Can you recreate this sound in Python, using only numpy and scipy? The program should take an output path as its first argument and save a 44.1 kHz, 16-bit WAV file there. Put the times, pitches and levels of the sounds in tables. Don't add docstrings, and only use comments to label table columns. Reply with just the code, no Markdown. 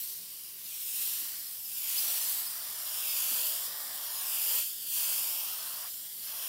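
import sys
import numpy as np
from scipy import signal
from scipy.fft import rfft, irfft, next_fast_len
from scipy.io import wavfile
from scipy.ndimage import uniform_filter1d, map_coordinates

SR = 44100
rng = np.random.default_rng(int(sys.argv[2]) if len(sys.argv) > 2 else 0)


def store_pcm(level_fs):
    pcm = np.round(np.clip(level_fs, -1, 1) * 32767).astype(np.int16)
    wavfile.write(sys.argv[1], SR, np.atleast_2d(pcm).T)


def volts(x):
    e = np.asarray(x, float) / 20
    return 10 ** e


N = 285768
TIME_S = np.arange(N) / SR
TOP_HZ = 15780
DRY_RASP_DB = -66.5


def unit(x):
    return x / np.sqrt(np.mean(x ** 2) + 1e-20)


def wobble(rate_hz):
    points = rng.standard_normal(int(N * rate_hz / SR) + 4)
    return map_coordinates(points, [np.arange(N) * rate_hz / SR])


def filtered(x, response):
    size = next_fast_len(x.shape[-1] + 8192)
    spectrum = rfft(x, size) * response(np.fft.rfftfreq(size, 1 / SR))
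    return irfft(spectrum, size)[..., :x.shape[-1]]


def by_hand(rows, t=TIME_S):
    # time_s, turns (gone round, 0 = nearest the microphone), lean (to the cloth)
    hand_path = [(0.0, 0.2, -1.4), (0.3, 0.42, -1.32), (0.6, 0.61, -1.14), (0.95, 1.02, -0.74),
                 (1.3, 1.22, -0.85), (1.65, 1.6, -0.68), (2.0, 1.92, 0.34), (2.35, 2.21, -0.27),
                 (2.7, 2.5, 0.14), (3.1, 2.77, 0.35), (3.5, 3.12, 0.73), (3.9, 3.47, 0.51),
                 (4.3, 3.69, 0.11), (4.75, 4.15, 0.9), (5.15, 3.87, 0.58), (5.6, 3.66, 0.65),
                 (6.1, 3.54, 0.54), (6.48, 3.69, 0.47)]
    s, turns, lean = np.transpose(hand_path)
    angle = 2 * np.pi * np.interp(t, s, turns)
    towards, height = np.cos(angle), np.sin(angle)
    return np.array(rows) @ np.array([np.ones(len(t)), towards, height, np.interp(t, s, lean)])


def air():
    # time_s, level_db
    jet_levels = [(0, -36), (.25, -43.5), (.54, -44.5), (1.03, -32.5), (1.44, -39.5), (1.64, -41.5),
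                  (1.97, -30.5), (2.31, -31.5), (2.52, -38.5), (2.75, -39), (3.2, -30.5), (3.46, -31),
                  (3.73, -39), (4.1, -37.5), (4.5, -29.5), (5.12, -30.5), (5.6, -38), (6.48, -38)]
    # start_s, least_s, back_s, loss_db
    eases = [
        (4.582, 4.797, 4.948, 9),
        (5.706, 6.16, 6.35, 3.5),
    ]
    s, db = np.transpose(jet_levels)
    level_db = np.interp(TIME_S, s, db)
    for start, least, back, loss_db in eases:
        angle = np.interp(TIME_S, [start, least, back], [0, np.pi / 2, 0])
        level_db = level_db - loss_db * np.sin(angle)
    return level_db


def swing():
    level_db = air()
    return level_db - level_db.mean()


def trigger():
    # start_s, end_s, rasp_db, rise_s, fall_s
    pulls = [
        (0.883, 1.3, -61, 0.12, .35),
        (1.753, 4.587, -53, 0.25, 0.059),
        (4.882, 5.852, -52, 0.17, 0.057),
        (6.21, 6.6, -50.5, 0.12, .1),
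    ]
    gains_db = []
    for start, end, db, rise, fall in pulls:
        gain_db = db - DRY_RASP_DB
        grown_db = gain_db + 1.5 * (end - start)
        corners_s = [start, start + rise, end, end + fall]
        gains_db.append(np.interp(TIME_S, corners_s, [0, gain_db, grown_db, 0]))
    return DRY_RASP_DB + np.max(gains_db, axis=0)


def wetness():
    return np.clip((trigger() - DRY_RASP_DB) / 15, 0, 1)


def rush(spectrum, patchy_db, size, edge=0, edge_db=0, notch_db=0):
    # edge_hz, then hz per towards, height, lean
    edge_rows = [
        (2520, -370, 350, 40),
        (555, -30, -5, -120),
    ]
    hz, t, noise = signal.stft(rng.standard_normal(N), SR, nperseg=1024, noverlap=768)
    edges_hz = by_hand(edge_rows, t)
    stretch = 1900 / edges_hz[0]

    patches = uniform_filter1d(rng.standard_normal(noise.shape), size[0], 0)
    patches = uniform_filter1d(patches, size[1], 1)
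    bins, frames = np.indices(noise.shape)
    patches = map_coordinates(patches, [bins * stretch, frames], order=1, mode="mirror")

    f, db = np.transpose(spectrum)
    colour_db = np.interp(np.log(hz + 1), np.log(f), db)[:, None]
    below_edge = 1 / (1 + (hz[:, None] / edges_hz[edge]) ** 12)
    notch = np.exp(-((hz[:, None] * stretch / 1800 - 1) / 0.06) ** 2)
    colour_db = colour_db - edge_db * below_edge - notch_db * notch
    shaped = noise * volts(colour_db + patchy_db * unit(patches))
    return unit(signal.istft(shaped, nperseg=1024, noverlap=768)[1][:N])


def late(x, delay_ms):
    return map_coordinates(x, [np.arange(N) - delay_ms * SR / 1000], mode="nearest")


def reflected(x, strength):
    # delay_ms, then ms per towards, height, lean
    delays = [
        (0.455, -0.017, -0.011, 0.058),
        (0.644, 0.066, 0.063, -0.081),
        (0.28, -0.007, 0.022, 0.011),
        (0.789, 0.095, -0.019, -0.062),
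        (0.407, 0.102, 0.004, -0.085),
        (0.641, 0.065, -0.035, -0.068),
    ]
    shares = [
        (-0.132, -0.005, 0.094, -0.079),
        (0.105, -0.051, -0.042, 0.052),
        (-0.158, 0.115, -0.004, -0.027),
        (0.164, -0.068, -0.091, 0.072),
        (0.129, 0.029, -0.055, 0.018),
        (0.197, 0.075, 0.092, 0.099),
    ]
    dull_corners = [8400, 6300, 8300, 4900, 9100, 6000]
    out = x.copy()
    for corner_hz, delay_ms, share in zip(dull_corners, by_hand(delays), by_hand(shares)):
        dull = filtered(x, lambda hz: 1 / (1 + (hz / corner_hz) ** 3))
        out += strength * share * late(dull, delay_ms)
    return out


def room():
    # pitch_hz, level_db
    rustle_colour = [(15, -47), (25, -24), (64, -5), (144, -5.5), (178, -3.5), (217, -4.5), (383, -7),
                     (557, -12.5), (619, -3.5), (900, -34), (1170, -57), (1980, -120)]
    hum_colour = [(20, -30), (40, 1), (70, 0), (100, -4), (150, -43)]  # pitch_hz, level_db
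    rustle_db = -70.5 + 0.067 * swing() + 1.2 * wobble(21)
    rustle = rush(rustle_colour, patchy_db=2.0, size=(2, 12))
    hum = rush(hum_colour, patchy_db=-0.5, size=(1, 30))
    return volts(rustle_db) * rustle + volts(-81.0) * hum


def knocks():
    # start_s, peak_db, pitch_hz, t60_s (time to fade by 60 dB)
    knock_list = [(.009, -60, 222, 0.075), (.09, -60, 392, 0.24), (0.179, -59.5, 177.6, 0.38),
                  (1.218, -54, 288, 0.084), (1.581, -60, 85, .2), (2.97, -62, 200, 0.07),
                  (3.314, -44, 290, 0.049), (3.325, -48.5, 210, 0.094), (3.679, -58, 176, 0.36),
                  (4.569, -52, 277, .07), (6.02, -66, 148, 0.38)]
    out, t = np.zeros(N + SR), np.arange(SR // 2) / SR
    for start, peak_db, hz, t60 in knock_list:
        ring = np.sin(2 * np.pi * hz * t) + 0.45 * np.sin(2 * np.pi * 2.5 * hz * t)
        soft_start = 1 - np.exp(-t / (0.046 * t60))
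        out[round(start * SR):][:len(t)] += volts(peak_db - 60 * t / t60) * soft_start * ring
    return out[:N]


def paint():
    # pitch_hz, level_db
    rasp_colour = [(300, -20), (450, 2), (700, 1.5), (900, -0.5), (1100, -0.5), (1400, -6), (1800, -5.5),
                   (2600, -9.5), (4000, -20.5)]
    rasp = rush(rasp_colour, patchy_db=2.0, size=(2, 40), edge=1, edge_db=16.5, notch_db=0.5)
    rasp = reflected(rasp, strength=0.67)
    half_open = 4 * wetness() * (1 - wetness())
    mist = 2.14 * half_open * filtered(rasp, lambda hz: 1 / (1 + (1810 / (hz + 1)) ** 6))
    level_db = trigger() + 0.072 * swing() + 0.43 * wobble(16)
    return volts(level_db) * unit(rasp + mist)


def jet():
    # pitch_hz, level_db
    hiss_colour = [(500, -22), (1200, -21), (2000, -11.5), (3000, -7.5), (4000, -8.5), (5000, -7.5),
                   (6000, -9), (6150, -8), (7000, -4), (8000, -2.5), (10500, -1), (12000, 2), (15000, 3),
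                   (17000, -9)]
    # mean_db, then db per towards, height, lean
    body_aim = [(0.1, .3, 0.28, 0.12)]
    hiss = rush(hiss_colour, patchy_db=1.29, size=(9, 22), edge_db=7.5, notch_db=3.0)
    hiss = reflected(hiss, strength=0.95)
    top = filtered(hiss, lambda hz: hz > 6075)
    body = hiss - top
    body_db = -46.91 + by_hand(body_aim)[0] + 0.67 * swing()
    body_db += 2.5 * np.minimum(1, 2 * wetness())
    flutter_db = 0.053 * wobble(12) + 0.38 * wobble(45) + 0.5 * wobble(300)
    return volts(flutter_db) * (volts(air()) * unit(top) + volts(body_db) * unit(body))


def scene():
    return np.tile(jet() + paint() + room() + knocks(), (2, 1))


def stray_treble(mid):
    side, fade = np.zeros(N + 4096), np.hanning(2048) ** 1.6
    padded = np.pad(mid, 2048, mode="reflect")
    for when, low, wide in rng.random((47, 3)):
        at = 586 + 1024 * int(when * (N // 1024 - 1))
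        low_hz = 4100 + (14400 - 4100) * low ** 1.7
        high_hz = min(TOP_HZ, low_hz + 1500 * (0.71 + wide ** 2))
        backward = padded[at + 1024:at + 3072][::-1]
        band = filtered(backward, lambda hz: (hz > low_hz) & (hz < high_hz))
        side[at:at + 2048] += volts(-0.3) * fade * band
    return side[1024:N + 1024]


def band_limit(x):
    return signal.sosfilt(signal.butter(12, 17090, fs=SR, output="sos"), x)


def record(dry):
    mid = filtered(dry[0], lambda hz: (hz < TOP_HZ) / (1 + (42 / (hz + 1)) ** 4))
    side = stray_treble(mid)
    return band_limit(np.array([mid + side, mid - side]))


dry = scene()
out = record(dry)
store_pcm(out)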